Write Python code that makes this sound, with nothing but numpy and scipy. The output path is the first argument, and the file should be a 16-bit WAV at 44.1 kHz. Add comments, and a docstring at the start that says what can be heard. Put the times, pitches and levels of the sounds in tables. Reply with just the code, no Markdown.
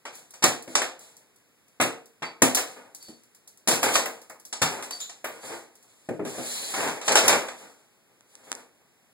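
"""Cabinet demolition in a bare room

Wooden kitchen cabinets are smashed with a long wrecking bar in a small bare room, over a faint steady hiss.
Each blow pushes ringing panels and sets off a burst of snapping fibres; boards clap down and chips tick.
Showers of debris, gritty slides, stick-slip squeaks and humming panel bumps fill the gaps.
A hand-held stereo camera close by adds its own dry clicks and widens the stereo."""
import sys
import numpy as np
from scipy import signal
from scipy.fft import rfft, irfft, next_fast_len
from scipy.io import wavfile
from scipy.ndimage import uniform_filter1d

SR = 44100
rng = np.random.default_rng(int(sys.argv[2]) if len(sys.argv) > 2 else 0)


def wrap_up_sound(samples):
    """Save the sound to the file named by the first command line argument, as 16-bit audio."""
    columns = np.atleast_2d(samples).T
    # keep every value between -1 and 1, then stretch to whole-number steps
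    tamed = np.clip(columns, -1, 1)
    steps = np.round(tamed * 32767).astype(np.int16)
    wavfile.write(sys.argv[1], SR, steps)


N = 402612  # length in samples


def gain_of(db):
    """Decibels to amplitude."""
    return 10 ** (np.asarray(db) / 20)


def evened(x):
    """Scales to rms 1."""
    return x / np.sqrt(np.mean(x ** 2) + 1e-20)


def read(points, hz):
    """Reads (Hz, value) points on a log-frequency axis."""
    f, value = np.transpose(points)
    return np.interp(np.log(hz + 1), np.log(f + 1), value)


def add(mix, s, sound):
    """Mixes a stereo sound in at time s."""
    part = mix[:, max(round(s * SR), 0):][:, :sound.shape[1]]
    part += sound[:, :part.shape[1]]


def convolve(x, response):
    """Convolves mono or stereo with mono or stereo."""
    return signal.fftconvolve(np.atleast_2d(x), np.atleast_2d(response), axes=1)


def colour(*spectra, size=2048):
    """The causal minimum-phase response whose spectrum is the sum of the given dB curves."""
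    hz = abs(np.fft.fftfreq(size, 1 / SR))
    log_gain = np.log(gain_of(sum(read(points, hz) for points in spectra)))
    spectrum = np.exp(np.conj(signal.hilbert(log_gain)))
    return np.fft.ifft(spectrum).real[:size // 2]


def tinted(x, spectrum):
    """A running sound given a colour, at rms 1."""
    return evened(convolve(x, colour(spectrum))[:, :N])


SOURCE_LAG = 4  # samples by which the direct sound reaches the left port later


def straight(x):
    """The direct path to the two ports, a little later at the left one."""
    left = np.pad(x, (SOURCE_LAG, 0))[:len(x)]
    return np.array([left, x])


# How long the bare room rings. Each row: frequency in Hz, t60 in seconds.
ROOM_DECAY = [(80, 0.2), (300, 0.45), (1000, 0.36), (4000, 0.32), (9000, 0.28), (16000, 0.26)]


def room(rise=0.0045, early_db=-2, early_t60=0.045, size=20480):
    """Echoes of energy 1 per port: scatter from the near corner builds up, then the bare room dies away."""
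    present = rng.random((2, size)) < 7000 / SR  # about 7000 echoes a second
    taps = rng.choice([-1., 1.], (2, size)) * present
    hz, t, bands = signal.stft(taps, SR, nperseg=256)
    late = gain_of(-60 * t / read(ROOM_DECAY, hz)[:, None])
    early = gain_of(early_db - 60 * t / early_t60)
    tail = signal.istft(bands * np.hypot(late, early), SR, nperseg=256)[1][:, :size]
    tail = tail * (1 - np.exp(-np.arange(size) / SR / max(rise, 1e-4)))
    return tail / np.linalg.norm(tail, axis=1, keepdims=True)


# What the panels ring with. Each row: frequency in Hz, peak in dB relative to the push, t60 in seconds.
PANEL_MODES = [(120.3, 8, 0.12), (155, 5.5, 0.098), (243.3, 1, 0.14), (350, -3, 0.45), (462, 4.5, 1),
               (523, -3.5, 0.18), (720, -16.5, 0.37), (1241, -6.5, 0.032), (1440, -2.5, 0.2),
               (1596, -7.5, 0.089), (2020, -20.5, 0.36)]


def panel_ring(size=9000):
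    """A push on a panel: the push itself plus its dying modes."""
    t = np.arange(size) / SR
    response = signal.unit_impulse(size)
    for hz, db, t60 in PANEL_MODES:
        per_length = 2 * np.log(1000) / (t60 * SR)  # a long mode peaks no higher than a short one
        response = response + gain_of(db - 60 * t / t60) * np.cos(2 * np.pi * hz * t) * per_length
    return response


def snaps(per_s, spread_db, size):
    """A sparse train of snapping fibres or grains: many small, a few large."""
    chance, strength, sign = rng.random((3, size))
    level_db = spread_db * np.minimum(-np.log(1 - strength), 4)
    return (chance < per_s / SR) * np.sign(sign - .5) * gain_of(level_db)


def tear(seconds, size=20480):
    """Fibres give way harder and harder, then the burst dies: energy 1, little bass."""
    age = np.arange(size) / SR / max(seconds, 3e-4)
    burst = snaps(9000, 1.7, size) * (0.12 + age) * np.exp(-age)
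    burst = burst + 0.11 * signal.unit_impulse(size) + 1e-18
    burst = signal.sosfilt(signal.butter(2, 700, "high", fs=SR, output="sos"), burst)
    return burst / np.linalg.norm(burst)


# Colour of the steady hiss. Each row: frequency in Hz, relative level in dB.
HISS_COLOUR = [(25, -28.5), (60, -11), (130, 1.5), (450, 4), (1000, -5), (2200, -6), (4500, -12.5),
               (9000, -11), (15500, -16.5)]


def hiss():
    """Faint coloured noise, independent at each port."""
    return gain_of(-66.5) * tinted(rng.standard_normal((2, N)), HISS_COLOUR)


# Dry clicks of the camera body in the hand.
# Each row: start in seconds, relative treble level in dB, relative low knock level in dB.
CAMERA_CLICKS = [(8.2086, -47, -55), (8.3539, -35, -54.5), (8.5174, -18, -27), (8.5279, -25, -31.5),
                 (8.552, -27.5, -77)]
# Colour of a camera click. Each row: frequency in Hz, relative level in dB.
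CLICK_COLOUR = [(50, -41.5), (250, 1.5), (700, 1.5), (2000, 0.5), (5000, -9), (8500, -3.5), (12000, -25),
                (16000, -27.5)]


def camera_clicks(wet_db=-14, level_db=23.0):
    """Clicks right at the microphone: a coloured impulse with quieter, mostly early echoes."""
    out = np.zeros((2, N))
    for s, treble_db, knock_db in CAMERA_CLICKS:
        click = colour(CLICK_COLOUR, [(2000, knock_db), (4500, treble_db)])
        echoes = gain_of(wet_db) * room(early_db=27.0, early_t60=0.024)
        paths = straight(signal.unit_impulse(echoes.shape[1])) + echoes
        add(out, s, convolve(click, paths))
    return gain_of(level_db) * out


# Wood and nails squeaking as they slip. Each row: start in seconds, length in seconds, centre pitch in Hz,
# relative level in dB, unsteadiness as a share of the pitch per unit of wander.
SQUEAKS = [(2.23, .035, 4580, -48, .005), (2.985, .14, 4490, -52, .005), (4.902, .024, 4590, -34, .006),
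           (4.993, .028, 3700, -38, .08), (4.997, .02, 7000, -33, .025), (6.42, .29, 4200, -41, .035)]


def squeaks(space, rasp=1.3, overtone_db=-14):
    """Fast stick-slip: a thin, rasping, unsteady tone with a weak octave."""
    out = np.zeros((2, N))
    slow, fast, catch = rng.standard_normal((3, N))
    wander = evened(uniform_filter1d(slow, size=150)) + rasp * evened(uniform_filter1d(fast, size=8))
    grip = abs(evened(uniform_filter1d(catch, size=120)))
    for s, length, hz, db, unsteady in SQUEAKS:
        span = slice(round(s * SR), round((s + length) * SR))
        phase = 2 * np.pi * np.cumsum(hz * (1 + unsteady * wander[span])) / SR
        tone = np.sin(phase) + gain_of(overtone_db) * np.sin(2 * phase)
        tone = tone * grip[span] * signal.windows.tukey(len(phase), .5)
        add(out, s, convolve(gain_of(db) * tone, space))
    return out


RUB_PEAK, GRIT_PEAK = 0.33, 0.3  # share of a stroke at which each is loudest: grit slips before the board catches
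STROKE_SHARPNESS = 1.38  # above 1, a stroke starts and ends more gently


def stroke(start, length, peak):
    """A smooth swell up to its peak and back to rest, as a push gathers speed and slows."""
    times = [start, start + length * np.clip(peak, .1, .9), start + length]
    along = np.interp(np.arange(N) / SR, times, [0, 1, 0])
    return np.sin(np.pi / 2 * along) ** STROKE_SHARPNESS


# Boards pushed over the counter or shuffled on the floor; the long faint row at 7.6 s is the background
# growing a little louder.
# Each row: start in seconds, length in seconds, relative rubbing level in dB, relative grit hiss level in dB.
SLIDES = [(0.663, 0.089, -41, -46), (5.386, 0.2, -43.5, -43.5), (5.459, 0.2, -40, -50.5),
          (5.64, 0.82, -66, -63), (6.228, 0.17, -39.5, -43), (6.293, 0.71, -43, -34.5),
          (6.653, 0.37, -31, -43.5), (7.026, 0.13, -29.5, -36.5), (7.6, 1.96, -70, -79),
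          (8.251, 0.23, -68, -60.5), (8.422, 0.042, -55, -57), (8.442, 0.19, -50.5, -52)]
# Colour of wood rubbing or rattling. Each row: frequency in Hz, relative level in dB.
RUB_COLOUR = [(40, -42.5), (150, -14), (300, 3), (550, 6.5), (850, 3.5), (1300, -3), (2200, -3),
              (4000, -20), (16000, -29)]
# Colour of grit and crumbs. Each row: frequency in Hz, relative level in dB.
GRIT_COLOUR = [(200, -50), (2000, -5), (4000, -0.5), (5000, -3), (6200, 0), (8500, 4.5), (11000, -5),
               (16000, -11)]


def slides(space, level_db=-3, uneven_db=2):
    """Boards catch and slip, ringing, while grit hisses under uneven pressure; one faint row lifts the background."""
    rub = tinted(convolve(snaps(260, 7.1, N), panel_ring()), RUB_COLOUR)
    grit = tinted(snaps(3000, 1.9, N), GRIT_COLOUR)
    sliding = np.zeros((1, N))
    for s, length, rub_db, grit_db in SLIDES:
        sliding += gain_of(rub_db) * stroke(s, length, RUB_PEAK) * rub
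        sliding += gain_of(grit_db) * stroke(s, length, GRIT_PEAK) * grit
    drift = evened(uniform_filter1d(rng.standard_normal(N), size=700))
    pressure = gain_of(uneven_db * drift)
    return gain_of(level_db) * convolve(sliding * pressure, space)[:, :N]


SPILL_S = 0.017  # time a shower takes to get going


def shower(start, t60):
    """Pieces spill quickly, then come to rest one after another."""
    age = np.maximum(np.arange(N) / SR - start, 0)
    return np.minimum(age / SPILL_S, 1) * gain_of(-60 * np.maximum(age - SPILL_S, 0) / t60)


# Showers of loose pieces after a break or a fall.
# Each row: start in seconds, relative rattle level in dB, relative crumb level in dB, settling t60 in seconds.
DEBRIS = [(0.11, -45.5, -43, 0.38), (0.98, -50, -47.5, 0.63), (2.659, -38, -45.5, 0.59),
          (2.76, -48, -73, 0.1), (2.98, -73, -50.5, 0.77), (3.808, -22, -23.5, 0.63),
          (3.923, -25, -18, 0.078), (4.68, -30.5, -36, 0.57), (4.91, -55.5, -46.5, 1),
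          (5.28, -41.5, -48, 1), (7.218, -17, -25, 0.62), (7.55, -51.5, -49.5, 0.72)]


def debris(space, level_db=-5.5):
    """Loose boards rattle against each other while crumbs trickle down."""
    rattle = tinted(convolve(snaps(430, 7.1, N), panel_ring()), RUB_COLOUR)
    crumbs = tinted(snaps(620, 1.8, N), GRIT_COLOUR)
    falling = np.zeros((1, N))
    for s, rattle_db, crumb_db, t60 in DEBRIS:
        pieces = gain_of(rattle_db) * rattle + gain_of(crumb_db) * crumbs
        falling += shower(s, t60) * pieces
    return gain_of(level_db) * convolve(falling, space)[:, :N]


# Panels bumping the wall and counter.
# Each row: start in seconds, lowest mode in Hz, level of each mode in dB, t60 in seconds.
BUMPS = [(0.681, 253, -44, 0.29), (1.803, 263.5, -33, 0.24), (2.423, 256.7, -20, 0.2),
         (3.092, 238, -42, 0.13), (4.62, 125, -32, 0.17), (5.51, 342, -42, 0.37), (6.195, 305, -29.5, 0.24),
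         (6.39, 255.3, -37.5, 0.21)]


def board_bumps(space):
    """A loose panel bumps into something and hums briefly in its two lowest bending modes."""
    out, t = np.zeros((2, N)), np.arange(12000) / SR
    for s, hz, db, t60 in BUMPS:
        modes = sum(np.sin(2 * np.pi * hz * ratio * t) for ratio in (1, 1.32))
        onset = 1 - np.exp(-t / 0.0018)
        hum = modes * onset * gain_of(db - 60 * t / t60)
        add(out, s, straight(hum) + .5 * convolve(hum, space)[:, :len(t)])
    return out


# Chips and splinters landing. Each row: start in seconds, relative level in dB.
CHIPS = [(0.1533, -37.5), (0.3063, -41), (0.623, -37), (0.992, -41.5), (1.1668, -43), (1.36, -52),
         (1.681, -54), (2.0567, -45.5), (2.947, -33), (3.026, -38.5), (3.234, -51), (3.3474, -45.5),
         (3.475, -38.5), (3.573, -47), (4.057, -26), (4.2158, -41), (4.297, -36), (4.397, -43.5),
         (4.451, -34.5), (5.7538, -47), (5.8265, -49.5)]
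# Colour of a landing chip. Each row: frequency in Hz, relative level in dB.
CHIP_COLOUR = [(60, -27.5), (250, 9.5), (600, 7.5), (1500, -9.5), (4000, -6.5), (8500, 0), (12000, -6.5),
               (16000, -8)]


def chips(direct_db=-1, knock_db=-13, level_db=21.5):
    """Light bits of wood tick on the counter and floor, each with a faint woody knock."""
    out, tick = np.zeros((2, N)), colour(CHIP_COLOUR, [(2000, knock_db), (4500, 0.0034)])
    for s, db in CHIPS:
        paths = gain_of(direct_db) * straight(tear(0.0018)) + room(early_db=6, early_t60=0.082)
        add(out, s, gain_of(db) * convolve(paths, tick))
    return gain_of(level_db) * out


def own_resonances(uneven_db=2.5, count=150):
    """Every splintered board has its own uneven comb of resonances: (Hz, dB)."""
    hz = np.linspace(np.sqrt(600), np.sqrt(16000), count) ** 2
    ripple = uneven_db * np.clip(rng.standard_normal(count), -2, 2)
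    ripple[0] = 0  # keeps the bass below the comb even
    return np.column_stack([hz, ripple])


# Colour of struck wood. Each row: frequency in Hz, relative level in dB.
WOOD_COLOUR = [(25, -29.5), (65, -18.5), (115, -3.5), (200, -5.5), (400, -10.5), (750, -8), (1300, -15.5),
               (2400, -15), (4500, -23), (6000, -22), (8500, -20), (11000, -29), (16000, -35.5)]


def strike(ring, weight, seconds, snap_db, level_db=46.0, tear_db=-7, push_db=-8, tear_stretch=2.4, size=20480):
    """Push, first snap and longer tearing, then the room, all ring the panels, weighted by (Hz, dB)."""
    push = signal.unit_impulse(size) + 1e-18
    push = signal.sosfilt(signal.butter(2, 700, fs=SR, output="sos"), push)
    first_snap = gain_of(snap_db) * tear(.0022)
    tearing = gain_of(tear_db) * tear(tear_stretch * seconds)
    direct = gain_of(push_db) * push + first_snap + tearing
    wood = convolve(colour(WOOD_COLOUR, weight, own_resonances()), ring)
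    return gain_of(level_db) * convolve(straight(direct) + room(seconds), wood)


# Loose boards land or knock together. Each row: start in seconds, relative knock level in dB,
# relative cracking level in dB, base cracking time in seconds, top treble in dB relative to the cracking.
BOARDS = [(0.0525, -35.5, -36.5, 0.0054, -9), (0.3377, -50.5, -42, 0.0064, 0),
          (0.7529, -20, -13, 0.00088, -12.5), (0.817, -26.5, -26, 0.0046, -2),
          (2.5472, -32.5, -14.5, 0.002, 3.5), (2.5707, -24, -22, 0.0064, 4),
          (3.7131, -23.5, -17.5, 0.011, 2.5), (3.8294, -20, -18.5, 0.0045, 4),
          (3.8871, -28, -28, 0.0015, 0), (3.9537, -18, -15.5, 0.0019, -14),
          (4.0576, -29.5, -41, 0.0015, 18), (4.2986, -41.5, -67, 0.0027, 13),
          (4.5265, -36.5, -25, 0.0024, -12), (4.8239, -38, -32, 0.0057, 1),
          (4.9075, -41.5, -30.5, 0.0008, 1), (5.002, -51.5, -32, 0.00085, -6),
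          (5.0944, -46.5, -35.5, 0.0022, -14), (5.243, -28.5, -33.5, 0.0044, 10.5),
          (7.013, -36.5, -33.5, 0.0057, -8), (7.0786, -21, -16.5, 0.004, -13),
          (7.1192, -27.5, -18, 0.0022, -4), (7.1538, -14, -9, 0.01, -3.5),
          (7.2791, -20, -10.5, 0.0019, 1.5), (7.2929, -17, -21.5, 0.0054, -11),
          (7.3277, -19.5, -21.5, 0.0035, -7), (7.484, -34.5, -35, 0.0016, -10)]
# A loose board has little bass. Each row: frequency in Hz, level in dB relative to its knock.
BOARD_BODY = [(50, -25.5), (140, -35), (300, -6), (520, 1.5), (1000, -.5), (2200, 0)]


def boards(snap_db=-4):
    """Loose boards clap down with a sharp crack and little weight."""
    out, ring = np.zeros((2, N)), panel_ring()
    for s, knock_db, crack_db, seconds, top_db in BOARDS:
        body = [(hz, knock_db + db) for hz, db in BOARD_BODY]
        crack = [(5000, crack_db), (8000, crack_db), (13000, crack_db + top_db)]
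        add(out, s, strike(ring, body + crack, seconds, snap_db))
    return out


WALL_THUD_DB = -18.5  # the low thud of a blow, relative to its panel
# The bar hits wood that is still fixed to the wall or lies on the counter; a crisp break snaps harder and brighter.
# Each row: start in seconds, relative panel level in dB, relative knock level in dB,
# relative splintering level in dB, base splintering time in seconds, crispness in dB.
BLOWS = [(0.4234, -30, -23, -21, .0042, -8.5), (0.4391, -14.5, -16, -11, 0.0013, 1),
         (0.6763, -35.5, -45, -47, .0012, -0.5), (1.7999, -17, -17.5, -26, .0025, -0.5),
         (1.8113, -22, -24, -18.5, .006, 3.5), (2.221, -31, -27.5, -37, 0.0043, -9.5),
         (2.4198, -11.5, -16.5, -11, 0.0036, 4), (3.0839, -43.5, -55, -45, 0.0054, 2),
         (3.6736, -25.5, -24, -15.5, 0.0032, -1.5), (3.684, -17, -24.5, -15, 0.0065, 4),
         (4.6168, -21, -18.5, -14.5, 0.0034, -3), (6.0884, -19, -38, -46, 0.002, 4),
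         (6.1934, -22, -40.5, -60.5, .007, 2), (6.25, -26.5, -37.5, -38, 0.0043, 2),
         (6.381, -25.5, -39.5, -38, 0.0035, -1), (6.7388, -34, -27.5, -28, 0.0046, -1),
         (6.8043, -32, -28.5, -31, 0.0054, -0.5), (6.8733, -29, -27.5, -30, .005, -3)]


def blows(snap_db=-6, top_per_crisp=0.43, dull_per_crisp=.6):
    """The bar splinters a panel and shakes the wall behind it; crispness tilts the splintering to the top."""
    out, ring = np.zeros((2, N)), panel_ring()
    for s, panel_db, knock_db, splinter_db, seconds, crisp_db in BLOWS:
        thud = [(140, panel_db + WALL_THUD_DB)]
        panel = [(320, panel_db), (580, panel_db)]
        knock = [(1000, knock_db), (2200, knock_db)]
        splinters = [(4500, splinter_db - dull_per_crisp * crisp_db),
                     (8000, splinter_db),
                     (13000, splinter_db + top_per_crisp * crisp_db)]
        weight = thud + panel + knock + splinters
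        add(out, s, strike(ring, weight, seconds, snap_db + crisp_db))
    return out


def scene(direct=0.21):
    """All the sounds at the two microphone ports, over a faint steady hiss."""
    echoes = room()
    space = echoes + direct * straight(signal.unit_impulse(echoes.shape[1]))
    handling = hiss() + camera_clicks()
    loose = squeaks(space) + slides(space) + debris(space)
    hits = board_bumps(space) + chips() + boards() + blows()
    return handling + loose + hits


# How unlike the two ports hear. Each row: frequency in Hz, gain of their difference in dB.
APART = [(50, -6.5), (150, -2.5), (500, -10.5), (1000, -4.5), (2000, 0.5), (16000, 0.5)]
# Stereo widening. Each row: frequency in Hz, share taken from the other port (held to 0.98 at most).
CROSSFEED = [(250, 0.062), (700, 0.57), (1300, 1), (16000, 1)]
# Port balance. Each row: frequency in Hz, gain of the left port minus that of the right in dB.
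BALANCE = [(60, 4.5), (150, 0), (500, 1.5), (1000, 1), (2000, -1.5), (5000, 0.5)]
PORT_DELAY, EDGE_HZ = 15, 15850  # crossfeed delay in samples, upper band edge in Hz


def record(dry):
    """The camera subtracts from each port a delayed copy of the other; then overload and band limit."""
    size = next_fast_len(N + 4096)
    hz = np.fft.rfftfreq(size, 1 / SR)
    left, right = rfft(dry, size)
    share = np.clip(read(CROSSFEED, hz), 0, .98)
    cross = share * np.exp(-2j * np.pi * hz * PORT_DELAY / SR)
    # subtracting the other port scales the sum by 1 - cross and the difference by 1 + cross
    mid = (left + right) * (1 - cross)
    side = (left - right) * (1 + cross) * gain_of(read(APART, hz))
    lean = gain_of(read(BALANCE, hz) / 2)
    ports = np.array([(mid + side) * lean, (mid - side) / lean])
    wide = irfft(ports / np.sqrt(2 * (1 + share ** 2)), size)[:, :N]
    overloaded = np.clip(wide, -1, 1)
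    edge = signal.firwin(511, EDGE_HZ, window=("kaiser", 9), fs=SR)
    return signal.oaconvolve(overloaded, edge[None], "same", axes=1)


dry = scene()
out = record(dry)
wrap_up_sound(out)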